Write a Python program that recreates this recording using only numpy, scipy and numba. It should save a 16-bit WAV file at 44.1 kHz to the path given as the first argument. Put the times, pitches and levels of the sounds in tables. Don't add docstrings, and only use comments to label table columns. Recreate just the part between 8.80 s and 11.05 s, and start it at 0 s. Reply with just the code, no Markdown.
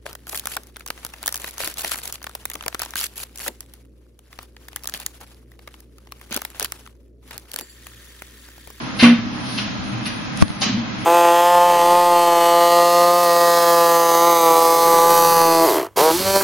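import sys
import numpy as np
from scipy import signal
from scipy.io import wavfile
from scipy.ndimage import uniform_filter1d
from numba import njit

SR = 44100
rng = np.random.default_rng(int(sys.argv[2]) if len(sys.argv) > 2 else 0)


def how_loud(loudness_db):
    steps = np.asarray(loudness_db, float) / 20
    return 10 ** steps


def generate_wav(signal):
    frames = np.transpose(np.atleast_2d(signal))
    scaled = np.clip(frames, -1, 1) * 32767
    pcm = np.round(scaled).astype(np.int16)
    wavfile.write(sys.argv[1], SR, pcm)


N = 99225

# pitch_hz [Hz], level_db [dB per Hz]
VENTILATION = [(40, -15), (120, -7.5), (250, -4), (320, -14), (430, -21.5), (620, -15.5), (1300, -16),
               (6500, -28)]
# pitch_hz [Hz], width_hz [Hz], level_db [dB]
ROOM_HUM = [(122.4, 18.2, -37), (200, 32, -36), (242.1, 44, -38), (304.6, 15, -40)]
# middle_s [s], level_db [dB], half_length_s [s]
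CLOTH_RUSTLES = [(0.032, -52, 0.086), (0.24, -28.5, 0.048), (0.311, -48, 0.064), (0.58, -52.5, .08),
                 (0.744, -39.5, 0.083), (1.09, -51.5, 0.066), (1.268, -32.5, 0.013), (1.331, -46.5, 0.1),
                 (1.613, -47, 0.036), (1.674, -43.5, 0.097), (1.825, -33, 0.02), (2.232, -48, 0.042)]
# start_s [s], level_db [dB], centre_hz [Hz], t60_s [s], left_right_db [dB]
SHELL_TICKS = [
    (1.5743, -15, 7000, .005, 1),
    (1.6116, -27, 5000, .005, 0),
    (1.6232, -8, 1800, .0045, -3),
    (1.6237, -11, 600, .03, -2),
    (1.6812, -19, 1900, .008, -2),
    (1.7032, -26, 800, .015, 0),
]
# start_s [s], level_db [dB], pitch_hz [Hz], t60_s [s], left_right_db [dB]
SHELL_THUMPS = [
    (1.6065, -15.5, 150, 0.14, 6),
    (1.611, -22, 159, 0.031, 2),
    (1.615, -37, 183, 0.033, 7),
    (1.6219, 6.5, 198, 0.046, 5),
    (1.6266, 2.5, 85, 0.048, 6),
    (1.6258, -4.5, 306, 0.043, 9.5),
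    (1.7033, -5, 142, 0.016, -2),
]
# start_s [s], level_db [dB], centre_hz [Hz], contact_s [s], dull_db [dB]
SKIN_SLAPS = [(0.187, -21.5, 2460, .026, -9.5), (0.224, -17.5, 2000, 0.021, -0.5),
              (.238, -19, 1890, 0.017, -14), (0.622, -41, 4030, 0.19, -11), (0.773, -29.5, 3200, 0.015, -2),
              (0.861, -45.5, 3000, 0.02, 7), (1.253, -26.5, 3150, 0.012, -35),
              (1.809, -19, 5600, 0.019, -13.5), (1.814, -26, 2550, 0.021, -3),
              (1.859, -39, 3000, 0.079, -9.5), (.04, -66, 4100, 0.07, 21)]
# pitch_hz [Hz], level_db [dB], t60_s [s]
TRUNK_MODES = [(238.5, -.5, 4), (243, -5, .2), (172, -13, .5), (298, -9, .35), (194, -12, .16),
               (128, -15, .25), (505, -17, .35), (570, -20, .3), (810, -20, .17), (400, -21, .35),
               (1841, -24, .11), (2110, -25, .12), (1540, -23, .11)]
# start_s [s], level_db [dB], pitch_hz [Hz], t60_s [s]
TRUNK_KNOCKS = [(.385, -11, 236, 0.11), (.465, -19, 242.6, 0.22), (.525, -20, 241, 0.2),
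                (0.761, -20, 247.7, 0.088), (0.86, -20, 200, 0.12), (1.26, -17, 224, 0.072),
                (1.862, -13, 215, 0.17), (1.892, -15.5, 250, 0.16), (1.917, -16, 193, 0.15),
                (1.943, -12, 208.4, 0.14), (1.975, -12, 233, 0.17), (2.031, -44, 236, .15),
                (2.075, -18, 220, 0.12)]

NOTCH_HZ, NOTCH_WIDTH_HZ = 7620, 2420
PORT_HZ, PORT_WIDTH_HZ = 9860, 2320


def level(x, db):
    return x * how_loud(db) / np.sqrt(np.mean(x ** 2))


def band(x, hz, width_hz):
    return signal.lfilter(*signal.iirpeak(hz, hz / min(width_hz, SR / 3), fs=SR), x)


def double_band(x, hz, width_hz):
    return band(band(x, hz, width_hz), hz, width_hz)


def since(s):
    return np.maximum(np.arange(N) / SR - s, 0)


def ring(s, hz, t60_s, rise_s):
    t = since(s)
    return (1 - np.exp(-t / rise_s)) * how_loud(-60 * t / t60_s) * np.sin(2 * np.pi * hz * t)


def pair(n, alike_hz):
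    mid, side = rng.standard_normal((2, n))
    side = signal.lfilter(*signal.butter(1, alike_hz, "high", fs=SR), side)
    return np.array([mid + side, mid - side])


def walk(rate_hz):
    k = int(SR / rate_hz)
    steps = np.repeat(rng.standard_normal(N // k + 1), k)
    return 0.81 * uniform_filter1d(uniform_filter1d(steps, k), k)[:N]


def ventilation():
    alike_hz = 250
    rush, swell = 0, walk(4.5)
    table_hz, table_db = np.array(VENTILATION).T
    for hz in 40 * 2 ** (np.arange(23) / 3):
        db = np.interp(np.log(hz), np.log(table_hz), table_db) + 0.29 * swell + 1.1 * walk(9.12)
        rush = rush + how_loud(db) * double_band(pair(N, alike_hz), hz, hz / 4)
    hum = 0
    for hz, width_hz, db in ROOM_HUM:
        tone = level(double_band(pair(N, alike_hz), hz, width_hz), db)
        hum = hum + tone * how_loud(1.4 * walk(6.6))
    return level(rush, -29) + hum


def port_hiss():
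    t = np.arange(N) / SR
    swell = how_loud(-54.5 + 0.51 * walk(11.9))
    for middle_s, db, half_s in CLOTH_RUSTLES:
        swell = swell + how_loud(db) * np.exp(-((t - middle_s) / half_s) ** 2)
    return swell * level(double_band(pair(N, 4000), PORT_HZ, PORT_WIDTH_HZ), 0)


def camera_bump():
    scrape_s, scrape_hz, scrape_db, scrape_rise_s = 1.6225, 2000, -23.5, 0.027
    click_db, thump_rise_s = 6, 0.00033
    side = np.array([[.5], [-.5]])
    before = scrape_s - np.arange(N) / SR
    scrape = level(band(pair(N, 1500), scrape_hz, 2 * scrape_hz), scrape_db)
    out = scrape * (before > 0) * np.exp(-np.abs(before) / scrape_rise_s)
    for s, db, hz, t60_s, pan_db in SHELL_TICKS:
        click = how_loud(click_db) * (np.arange(N) == int(s * SR) + 1)
        click = band(click * SR / (4 * hz), hz, 2 * hz)
        tick = level(band(pair(N, 6000), hz, 2 * hz), 0) + click
        out = out + how_loud(db + pan_db * side) * tick * (since(s) > 0) * how_loud(-60 * since(s) / t60_s)
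    for s, db, hz, t60_s, pan_db in SHELL_THUMPS:
        out = out + how_loud(db + pan_db * side) * 2 * side * ring(s, hz, t60_s, thump_rise_s)
    main_hit_s = SHELL_TICKS[2][0]
    shell = ring(main_hit_s, 1157, 0.023, 0.00027)
    return out + shell * np.array([[.3], [1]])


def skin_slaps():
    rise_share, relative_width = .25, 1.3
    dull_hz, grain_db, top_hz = 1200, 2.5, 6800
    out = 0
    for s, db, hz, contact_s, dull_db in SKIN_SLAPS:
        t = since(s)
        grit = rng.standard_normal(N) * how_loud(grain_db * walk(400))
        bright = level(double_band(grit, hz, relative_width * hz), 0)
        dull = level(band(grit, dull_hz, dull_hz), dull_db)
        shape = (1 - np.exp(-t / (rise_share * contact_s))) * np.exp(-(t / contact_s) ** 2)
        out = out + how_loud(db) * (bright + dull) * shape
    return signal.sosfilt(signal.butter(6, top_hz, fs=SR, output="sos"), out)


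def wooden_trunk():
    blow_s, blow_rise_s, damped_s, damped_t60_s = .2255, .006, .333, .13
    knock_rise_s, low_hz, low_db = 0.0027, 120.3, -10.5
    blow = -sum(how_loud(db) * ring(blow_s, hz, t60_s, blow_rise_s) for hz, db, t60_s in TRUNK_MODES)
    out = blow * how_loud(-60 * since(damped_s) / damped_t60_s)
    for s, db, hz, t60_s in TRUNK_KNOCKS:
        low = how_loud(low_db) * ring(s, low_hz, t60_s, knock_rise_s)
        out = out + how_loud(db) * (ring(s, hz, t60_s, knock_rise_s) + low)
    return out


def tiled_room(x):
    t60_s, damp_hz, alike_hz = 0.37, 4660, 3000
    t = np.arange(SR // 2) / SR
    tail = pair(len(t), alike_hz) * how_loud(-60 * t / t60_s)
    tail = signal.lfilter(*signal.butter(1, damp_hz, fs=SR), tail)
    return signal.fftconvolve(x[None], tail / np.sqrt(np.sum(tail[0] ** 2)), axes=1)[:, :N]


def scene():
    skin, wood = skin_slaps(), wooden_trunk()
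    tail = tiled_room(how_loud(7.5) * skin + how_loud(-17) * wood)
    return skin + wood + tail + camera_bump() + ventilation() + port_hiss()


@njit
def follow(x, attack, release):
    y, e = np.empty(len(x)), 0.
    for i in range(len(x)):
        e += (x[i] - e) * (attack if x[i] > e else release)
        y[i] = e
    return y


def gain_control(x):
    top, ratio, attack_s, release_s = .4, 1.6, .004, .2
    e = follow(np.abs(x).max(axis=0), 1 / (attack_s * SR), 1 / (release_s * SR))
    return x * np.minimum(top / (e + 1e-9), 1) ** (1 - 1 / ratio)


def treble_gate(x):
    from_hz, gate_db, port_db, scatter_db, frame = 5000, -71.5, 1.5, 4, 1536
    ms = np.array([x[0] + x[1], x[0] - x[1]]) / 2
    hz, frames, z = signal.stft(ms, SR, nperseg=frame)
    waver = np.repeat(rng.standard_normal((2, 100, len(frames))), 8, axis=1)[:, :len(hz)]
    bar_db = gate_db + port_db * (hz[:, None] > NOTCH_HZ) + scatter_db * waver
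    size = np.abs(z) / how_loud(bar_db)
    z = z * np.where(hz[:, None] > from_hz, 1 / (1 + (size + 1e-9) ** -20), 1)
    mid, side = signal.istft(z, SR, nperseg=frame)[1][:, :N]
    return np.array([mid + side, mid - side])


def roll_off(x):
    return signal.sosfilt(signal.butter(12, 11600, fs=SR, output="sos"), x)


def record(dry):
    x = dry - band(dry, NOTCH_HZ, NOTCH_WIDTH_HZ)
    x = signal.sosfilt(signal.ellip(8, .2, 60, 11150, fs=SR, output="sos"), x)
    x = treble_gate(gain_control(x))
    return roll_off(np.clip(x, -1, 1))


dry = scene()
out = record(dry)
generate_wav(out)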